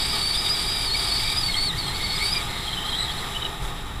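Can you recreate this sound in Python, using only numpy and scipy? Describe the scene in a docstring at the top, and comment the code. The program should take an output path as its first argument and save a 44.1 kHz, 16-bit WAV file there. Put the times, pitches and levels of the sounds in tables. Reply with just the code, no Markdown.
"""Air squeals near the microphone of a camera on a motorcycle rider, probably by crossing a narrow gap.
The jet of air swings across an edge and makes a wavering tone, now raspy, now locked into a clean
whistle. The squeal sinks, breaks into low chirps and dies away. Behind it are the hiss of the air,
wind thumping on the microphone, tyre roar and the drone of the engine, which swells as the
motorcycle passes a car on a coast road."""
import sys
import numpy as np
from scipy.fft import rfft, irfft, next_fast_len
from scipy.io import wavfile
from scipy.ndimage import uniform_filter1d, map_coordinates

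SR = 44100
rng = np.random.default_rng(int(sys.argv[2]) if len(sys.argv) > 2 else 0)


def dump(signal):
    """Clip the signal to [-1, 1] and save it as 16-bit WAV at the path in sys.argv[1]."""
    limited = np.clip(np.atleast_2d(signal).T, -1, 1)
    pcm = np.round(limited * 32767).astype(np.int16)
    wavfile.write(sys.argv[1], SR, pcm)


N = 176400  # 4 seconds

# Levels in the tables are relative: the functions add their own gains.
# Wind on the microphone. Each row: time in seconds, level in dB.
BUFFET_LEVEL = [(0.0, -35), (0.55, -41), (0.62, -36), (2.45, -37), (2.56, -40), (2.7, -36.5), (3.56, -39),
                (3.74, -33), (3.81, -41), (4.0, -33)]
# Single gusts. Each row: middle in seconds, length in seconds, thump in dB, hiss in dB.
GUSTS = [(0.368, 0.063, -30, -53), (1.779, 0.075, -25.5, -43), (3.645, 0.092, -29, -44)]
# Tone colours of wind rumble and gust hiss. Each row: frequency in Hz, level in dB.
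BUFFET_COLOUR = [(4, -17), (15, 5), (30, -0.5), (50, 0), (80, -7), (130, -9), (300, -46), (1000, -77)]
GUST_COLOUR = [(4000, -2), (10000, 0), (15000, -14)]

# Loudness of the tyre and machine roar, and of the engine. Each row: time in seconds, level in dB.
ROAR_LEVEL = [(0.0, -38.5), (1.6, -39), (2.1, -37.5), (3.8, -39), (4.0, -42)]
ENGINE_LEVEL = [(0, -44.5), (1.3, -41.5), (1.85, -37.5), (2.6, -42), (4, -44.5)]
# Tone colours of the roar and of the thrum of uneven firing. Each row: frequency in Hz, level in dB.
ROAR_COLOUR = [(40, -13), (110, -1), (170, 4), (250, -1), (350, -0.5), (480, -3), (600, -6.5), (780, 0),
               (950, 0), (1030, -3), (1150, 2.5), (1400, -3), (1600, -5), (2100, -5), (3000, -12.5),
               (6000, -27)]
THRUM_COLOUR = [(50, -30), (100, -4), (135, 1.5), (175, -7), (230, -9.5), (330, -10), (600, -34)]
# Resonances (pitches that ring) in the roar. Each row: frequency in Hz, width in Hz, level in dB.
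ROAR_PEAKS = [(398, 17.6, -3.5), (691, 27, -7), (853, 71, -3.5), (1239, 49, -3), (1823, 45, -7.5)]
# The engine's tones. Each row: multiple of the firing rate, level in dB.
ENGINE_TONES = [(1, -20), (2, -9), (3, -8.5)]

# Airflow over the gap. Each row: time in seconds, level of its hiss in dB.
FLOW_LEVEL = [(0.0, -42.5), (0.3, -44), (0.81, -43.5), (0.93, -46), (0.98, -43.5), (1.17, -43.5),
              (1.19, -43), (1.69, -47), (1.7, -49.5), (2.27, -43.5), (2.52, -48), (3.27, -48.5),
              (3.59, -53.5), (3.7, -53), (4.0, -57)]
# Tone colour of that hiss. Each row: frequency in Hz, level in dB.
HISS_COLOUR = [(800, -6.5), (1800, 9.5), (2700, 7), (4300, 2.5), (5300, 9), (5700, 0), (6000, 5),
               (6550, -4.5), (7300, 9.5), (7700, 8), (8100, 0), (8800, 1.5), (10300, 6.5), (11400, 3.5),
               (12900, -7), (14000, -1.5), (15300, -14)]
# Resonances of the gap. Each row: frequency in Hz, width in Hz, level in dB.
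GAP_PEAKS = [(3364, 580, -3), (3808, 190, 1.5), (7920, 420, -18.5)]
STRONG_FLOW_PEAKS = [(2286, 170, 4), (4490, 110, 5), (4984, 120, 10), (8190, 310, 0.5), (9400, 190, -24)]  # these need a strong flow
OCTAVE_PEAKS = [(8200, 260, 5.5), (9360, 420, 2)]  # these colour the octave, the tone at twice the jet's pitch

# Chirps. Each row: middle in seconds, length in seconds, pitch in Hz, level in dB.
CHIRPS = [(0.356, 0.027, 3620, -28), (0.467, 0.045, 3700, -27.5), (0.953, 0.018, 2310, -29),
          (.972, 0.022, 4870, -26.5), (1.281, 0.0049, 3665, -18.5), (1.304, .012, 3780, -28),
          (1.365, .009, 3710, -22.5), (1.384, 0.033, 4900, -23), (1.411, 0.014, 4920, -27),
          (1.496, 0.029, 2190, -30.5), (1.549, 0.018, 3240, -25), (1.787, .014, 4810, -32),
          (1.878, 0.05, 3240, -35), (2.165, 0.018, 4875, -27.5), (2.183, 0.011, 3500, -26),
          (2.228, 0.048, 2242, -28), (2.33, 0.029, 4920, -24), (2.371, 0.024, 4885, -25),
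          (2.682, 0.034, 3250, -29.5), (2.736, .026, 3200, -30.5), (2.782, 0.027, 3090, -27.5),
          (2.822, 0.053, 3130, -34.5), (2.856, 0.029, 3160, -30), (2.861, 0.021, 3990, -31),
          (2.886, 0.031, 3240, -28.5), (2.94, 0.024, 3166, -26.5), (2.955, 0.0266, 3340, -29.5),
          (2.999, 0.027, 3990, -28), (3.037, 0.037, 4015, -31.5), (3.098, 0.035, 3320, -29),
          (3.122, .018, 4380, -36), (3.187, 0.028, 4200, -33.5), (3.35, 0.021, 2900, -33.5),
          (3.368, 0.019, 3000, -29.5), (3.423, 0.028, 3050, -32), (3.425, 0.019, 3770, -31.5),
          (3.45, .012, 2960, -28), (3.458, 0.021, 3830, -28), (3.463, 0.014, 2950, -32)]
# Chirps turn scratchy as the flow weakens. Each row: time in seconds, share of turbulence from 0 to 1.
CHIRP_RASP = [(2.3, .03), (2.7, .12)]
# The raspy squeal: a high stretch, then a low one. Each row: time in seconds, pitch in Hz, level in dB.
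SQUEAL_STRETCHES = [
    [(0.0, 4590, -33.5), (0.12, 4770, -34), (0.18, 4540, -32.5), (0.28, 4592, -32.5), (0.54, 4797, -36),
     (0.59, 4680, -33.5), (0.77, 4766, -37), (0.86, 4710, -33.5), (0.91, 4350, -40), (0.97, 4780, -37),
     (1.0, 4620, -32.5), (1.32, 4680, -34.5), (1.41, 4810, -37), (1.55, 4155, -40.5), (1.66, 4500, -31.5),
     (1.73, 3774, -57), (1.79, 4467, -38.5), (1.91, 4080, -37), (1.935, 4300, -47), (1.955, 4520, -33),
     (1.995, 4300, -46), (2.14, 4450, -32), (2.185, 4150, -45), (2.24, 4553, -30.5), (2.38, 4830, -43),
     (2.42, 4410, -44)],
    [(2.48, 4200, -45), (2.64, 4160, -43), (2.74, 4086, -40), (2.81, 3885, -71), (2.89, 4080, -36),
     (2.94, 3950, -38), (2.984, 3911, -32.5), (3.06, 3947, -34.5), (3.15, 3880, -50), (3.25, 3910, -45)],
]
# The squeal's octave. Each row: time in seconds, level in dB relative to the squeal.
OCTAVE_LEVEL = [(1.4, -15), (1.55, -6), (1.87, -13.5), (2.0, -20), (2.2, -8), (2.28, -13), (2.34, -18),
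                (2.93, -21), (3.02, -7.5), (3.08, -29)]
# The gap's lowest tone, about an octave below the squeal. Each row: time in seconds, level in dB.
UNDERTONE_LEVEL = [(0.0, -44), (1.17, -48.5), (1.32, -35), (1.5, -64), (1.57, -33.5), (1.72, -42),
                   (1.9, -45), (2.05, -33.5), (2.22, -39.5), (2.32, -49), (2.36, -32), (2.41, -39.5),
                   (2.9, -49.5), (3.02, -40), (3.12, -44.5)]
# Clean whistles, one list for each time the jet locks. Each row: time in seconds, pitch in Hz, level in dB.
WHISTLES = [
    [(0.21, 4500, -35), (0.23, 4490, -28), (0.288, 4640, -32), (0.314, 4500, -27), (0.325, 4560, -30)],
    [(0.372, 4820, -34), (0.376, 4872, -25.5), (0.398, 4980, -27.5), (0.412, 4878, -36)],
    [(0.497, 4790, -26), (0.515, 4920, -25.5), (0.535, 4946, -30), (0.547, 4900, -31.5)],
    [(0.67, 4774, -33), (0.714, 4885, -31.5), (0.736, 4840, -31), (0.78, 4787, -33), (0.8, 4640, -35)],
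    [(0.87, 4570, -34), (0.882, 4493, -26), (0.902, 4240, -33), (0.934, 4462, -25), (0.952, 4380, -29),
     (0.965, 4830, -33)],
    [(1.1, 4480, -37), (1.13, 4414, -25.5), (1.14, 4597, -32), (1.16, 4490, -31), (1.175, 4276, -26)],
    [(1.432, 4530, -31), (1.438, 4456, -24.5), (1.452, 4620, -32), (1.464, 4560, -26.5), (1.53, 4240, -37)],
    [(1.565, 4340, -28), (1.573, 4410, -27.5), (1.647, 4504, -30.5), (1.679, 4400, -28.5),
     (1.705, 3640, -31.5), (1.712, 3773, -23)],
    [(1.778, 4590, -34), (1.796, 4500, -33.5), (1.815, 4305, -38)],
    [(2.015, 4400, -39), (2.048, 4534, -30), (2.075, 4420, -44), (2.11, 4403, -34.5), (2.135, 4380, -45)],
    [(2.205, 4414, -34), (2.245, 4530, -32), (2.315, 4640, -32)],
]


def amp(db):
    """Turn decibels into a gain to multiply by."""
    return 10 ** (np.asarray(db) / 20)


def unit(x):
    """Scale a signal to an average strength (rms) of 1."""
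    return x / np.sqrt(np.mean(x ** 2) + 1e-20)


def curves(rows):
    """Join the rows with straight lines: one curve for each column after the time."""
    times, *columns = np.transpose(rows)
    return [np.interp(np.arange(N) / SR, times, column) for column in columns]


def wobble(rate):
    """A smooth curve through `rate` random values a second."""
    return map_coordinates(rng.standard_normal(8192), [np.arange(N) * rate / SR], mode="wrap")


def gate(rows, ramp_s=0.011):
    """1 from the first row's time to the last, 0 outside, with short ramps between."""
    t = np.arange(N) / SR
    sounding = (t > rows[0][0]) & (t < rows[-1][0])
    return uniform_filter1d(sounding.astype(float), int(ramp_s * SR))


def filtered(x, response):
    """Scale each frequency in x by the gain that `response` gives it."""
    size = next_fast_len(N + 8192)
    return irfft(rfft(x, size) * response(np.fft.rfftfreq(size, 1 / SR)), size)[:N]


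def resonances(peaks, f):
    """The gain at frequency f: high near a peak, low away from it."""
    return sum(amp(db) / (1 + ((f - hz) / (width * 0.66)) ** 2) for hz, width, db in peaks)


def coloured_noise(colour):
    """Noise of strength 1 with the given tone colour."""
    hz, db = np.transpose(colour)
    white = rng.standard_normal(N)
    return unit(filtered(white, lambda f: amp(np.interp(np.log(f + 1), np.log(hz), db))))


def ringing_noise(peaks):
    """Noise of strength 1 that rings at the given resonances."""
    return unit(filtered(rng.standard_normal(N), lambda f: resonances(peaks, f)))


def phase_of(hz):
    """The angle that a tone of moving pitch has turned through so far."""
    return 2 * np.pi * np.cumsum(hz) / SR


def turbulence(phase, width_hz):
    """Swirling air: a narrow band of noise, strength 1, around a moving pitch."""
    a, b = [filtered(rng.standard_normal(N), lambda f: 1 / (1 + (f / width_hz) ** 2)) for _ in range(2)]
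    return unit(a * np.cos(phase) + b * np.sin(phase))


def wind_buffeting(gain_db=3):
    """Wind hits the microphone in low, rumbling lumps."""
    level_db, = curves(BUFFET_LEVEL)
    return amp(level_db + gain_db + 0.35 * wobble(4.1)) * coloured_noise(BUFFET_COLOUR)


def gusts():
    """Short puffs thump and hiss on the microphone."""
    t, out = np.arange(N) / SR, np.zeros(N)
    thump, hiss = coloured_noise(BUFFET_COLOUR), coloured_noise(GUST_COLOUR)
    for middle, length, thump_db, hiss_db in GUSTS:
        swell = np.cos(np.pi * np.clip((t - middle) / length, -0.5, 0.5))
        out += swell * (amp(thump_db) * thump + amp(hiss_db) * hiss)
    return out


def road_roar(noise_db=1.5, ring_db=-2.5):
    """Tyres and machine make a steady roar with a few ringing pitches."""
    level_db, = curves(ROAR_LEVEL)
    gain = amp(level_db + 0.99 * wobble(12))
    return gain * (amp(noise_db) * coloured_noise(ROAR_COLOUR) + amp(ring_db) * ringing_noise(ROAR_PEAKS))


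def engine(firing_hz=55.95, drift=0.0262, thrum_db=-3):
    """The cruising engine drones at multiples of its firing rate; uneven firing adds a thrum."""
    level_db, = curves(ENGINE_LEVEL)
    phase = phase_of(firing_hz * (1 + drift * wobble(12)))
    drone = sum(np.sqrt(2) * amp(db + 4.3 * wobble(18)) * np.sin(k * phase) for k, db in ENGINE_TONES)
    return amp(level_db) * (drone + amp(thrum_db) * coloured_noise(THRUM_COLOUR))


def air_hiss(hiss_db=7.5, gap_db=12.5, strong_flow_db=-45.5, treble_hz=11600):
    """Flowing air hisses and makes the gap ring; a faster flow sounds brighter."""
    flow_db, = curves(FLOW_LEVEL)
    above_average_db = flow_db - flow_db.mean()
    flutter_db = 0.4 * wobble(25.53) + 0.96 * wobble(130)
    noise = coloured_noise(HISS_COLOUR)
    treble = filtered(noise, lambda f: 1 - 1 / (1 + (f / treble_hz) ** 10))
    hiss = amp(flow_db + hiss_db) * (noise - treble + amp(0.33 * above_average_db) * treble)
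    gap_ring = amp(flow_db + gap_db + 0.32 * wobble(60)) * ringing_noise(GAP_PEAKS)
    strong_flow_ring = amp(strong_flow_db + 3.37 * above_average_db) * ringing_noise(STRONG_FLOW_PEAKS)
    return amp(flutter_db) * (hiss + gap_ring + strong_flow_ring)


def chirps(gain_db=-0.5, octave_db=-13, jitter_hz=50, flutter_db=2.5):
    """The jet briefly catches one resonance of the gap: a scratchy tone swells and collapses."""
    t, out = np.arange(N) / SR, np.zeros(N)
    waver_hz = jitter_hz * wobble(450)
    flutter = amp(flutter_db * wobble(300))
    rasp, = curves(CHIRP_RASP)
    # Complex numbers let the scratch shake both the tone's strength and its phase.
    scratch = np.sqrt(1 - rasp) + np.sqrt(rasp / 2) * (wobble(500) + 1j * wobble(500))
    for middle, length, hz, db in CHIRPS:
        span = np.abs(t - middle) < length / 2
        swell = np.abs(np.cos(np.pi * (t[span] - middle) / length)) ** 0.5
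        phase = phase_of(hz + waver_hz[span])
        tone = np.imag(scratch[span] * np.exp(1j * phase))
        octave = amp(octave_db) * resonances(OCTAVE_PEAKS, 2 * hz) * np.sin(2 * phase)
        out[span] += np.sqrt(2) * amp(db + gain_db) * swell * (tone + octave)
    return flutter * out


def clean_whistle(gain_db=2.5, octave_db=-14, jitter_hz=30.1, flutter_db=2):
    """The jet locks into a regular swing and gives a pure, piercing tone."""
    out = np.zeros(N)
    for rows in WHISTLES:
        hz, db = curves(rows)
        phase = phase_of(hz + jitter_hz * wobble(300))
        octave = amp(octave_db) * resonances(OCTAVE_PEAKS, 2 * hz) * np.sin(2 * phase)
        gain = amp(db + gain_db + flutter_db * wobble(150))
        out += gate(rows) * gain * np.sqrt(2) * (np.sin(phase) + octave)
    return out


def raspy_squeal(gain_db=4, jitter_hz=42, flutter_db=0.5, pure_share=0.3, under_widths_hz=(87, 180)):
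    """The jet swings loosely at the edge: part tone, part turbulence, with an octave above and below."""
    under_db, = curves(UNDERTONE_LEVEL)
    octave_db, = curves(OCTAVE_LEVEL)
    out = np.zeros(N)
    for rows, under_width_hz in zip(SQUEAL_STRETCHES, under_widths_hz):
        hz, db = curves(rows)
        phase = phase_of(hz + jitter_hz * wobble(220))
        tone = np.sqrt(2 * pure_share) * np.sin(phase)
        rasp = np.sqrt(1 - pure_share) * turbulence(phase, width_hz=180)
        octave = turbulence(2 * phase, width_hz=260) + amp(0.5) * np.sin(2 * phase)
        octave = filtered(octave, lambda f: resonances(OCTAVE_PEAKS, f))
        octave *= amp(octave_db + 2.5 * wobble(39.6))
        under_phase = 0.497 * phase
        undertone = turbulence(under_phase, under_width_hz)
        if rows is SQUEAL_STRETCHES[0]:  # the undertone rings only in the high stretch
            undertone = unit(undertone + amp(-3.5) * np.sin(under_phase))
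        gain = amp(db + gain_db + flutter_db * wobble(70))
        out += gate(rows) * (gain * (tone + rasp + octave) + amp(under_db + 1.5) * undertone)
    return out


def scene(squeal_dip_db=-3, hiss_dip_db=-1):
    """All sounds meet at one microphone. A locked jet sheds less turbulence, so rasp and hiss dip."""
    locked = sum(gate(rows) for rows in WHISTLES)
    jet = clean_whistle() + chirps() + amp(squeal_dip_db * locked) * raspy_squeal()
    hiss = amp(hiss_dip_db * locked) * air_hiss()
    return (jet + hiss + road_roar() + engine() + wind_buffeting() + gusts())[None]


def record(dry, top_hz=15350):
    """The camera keeps no sound above its highest frequency."""
    return filtered(dry[0], lambda hz: hz < top_hz)[None]


dry = scene()
out = record(dry)
dump(out)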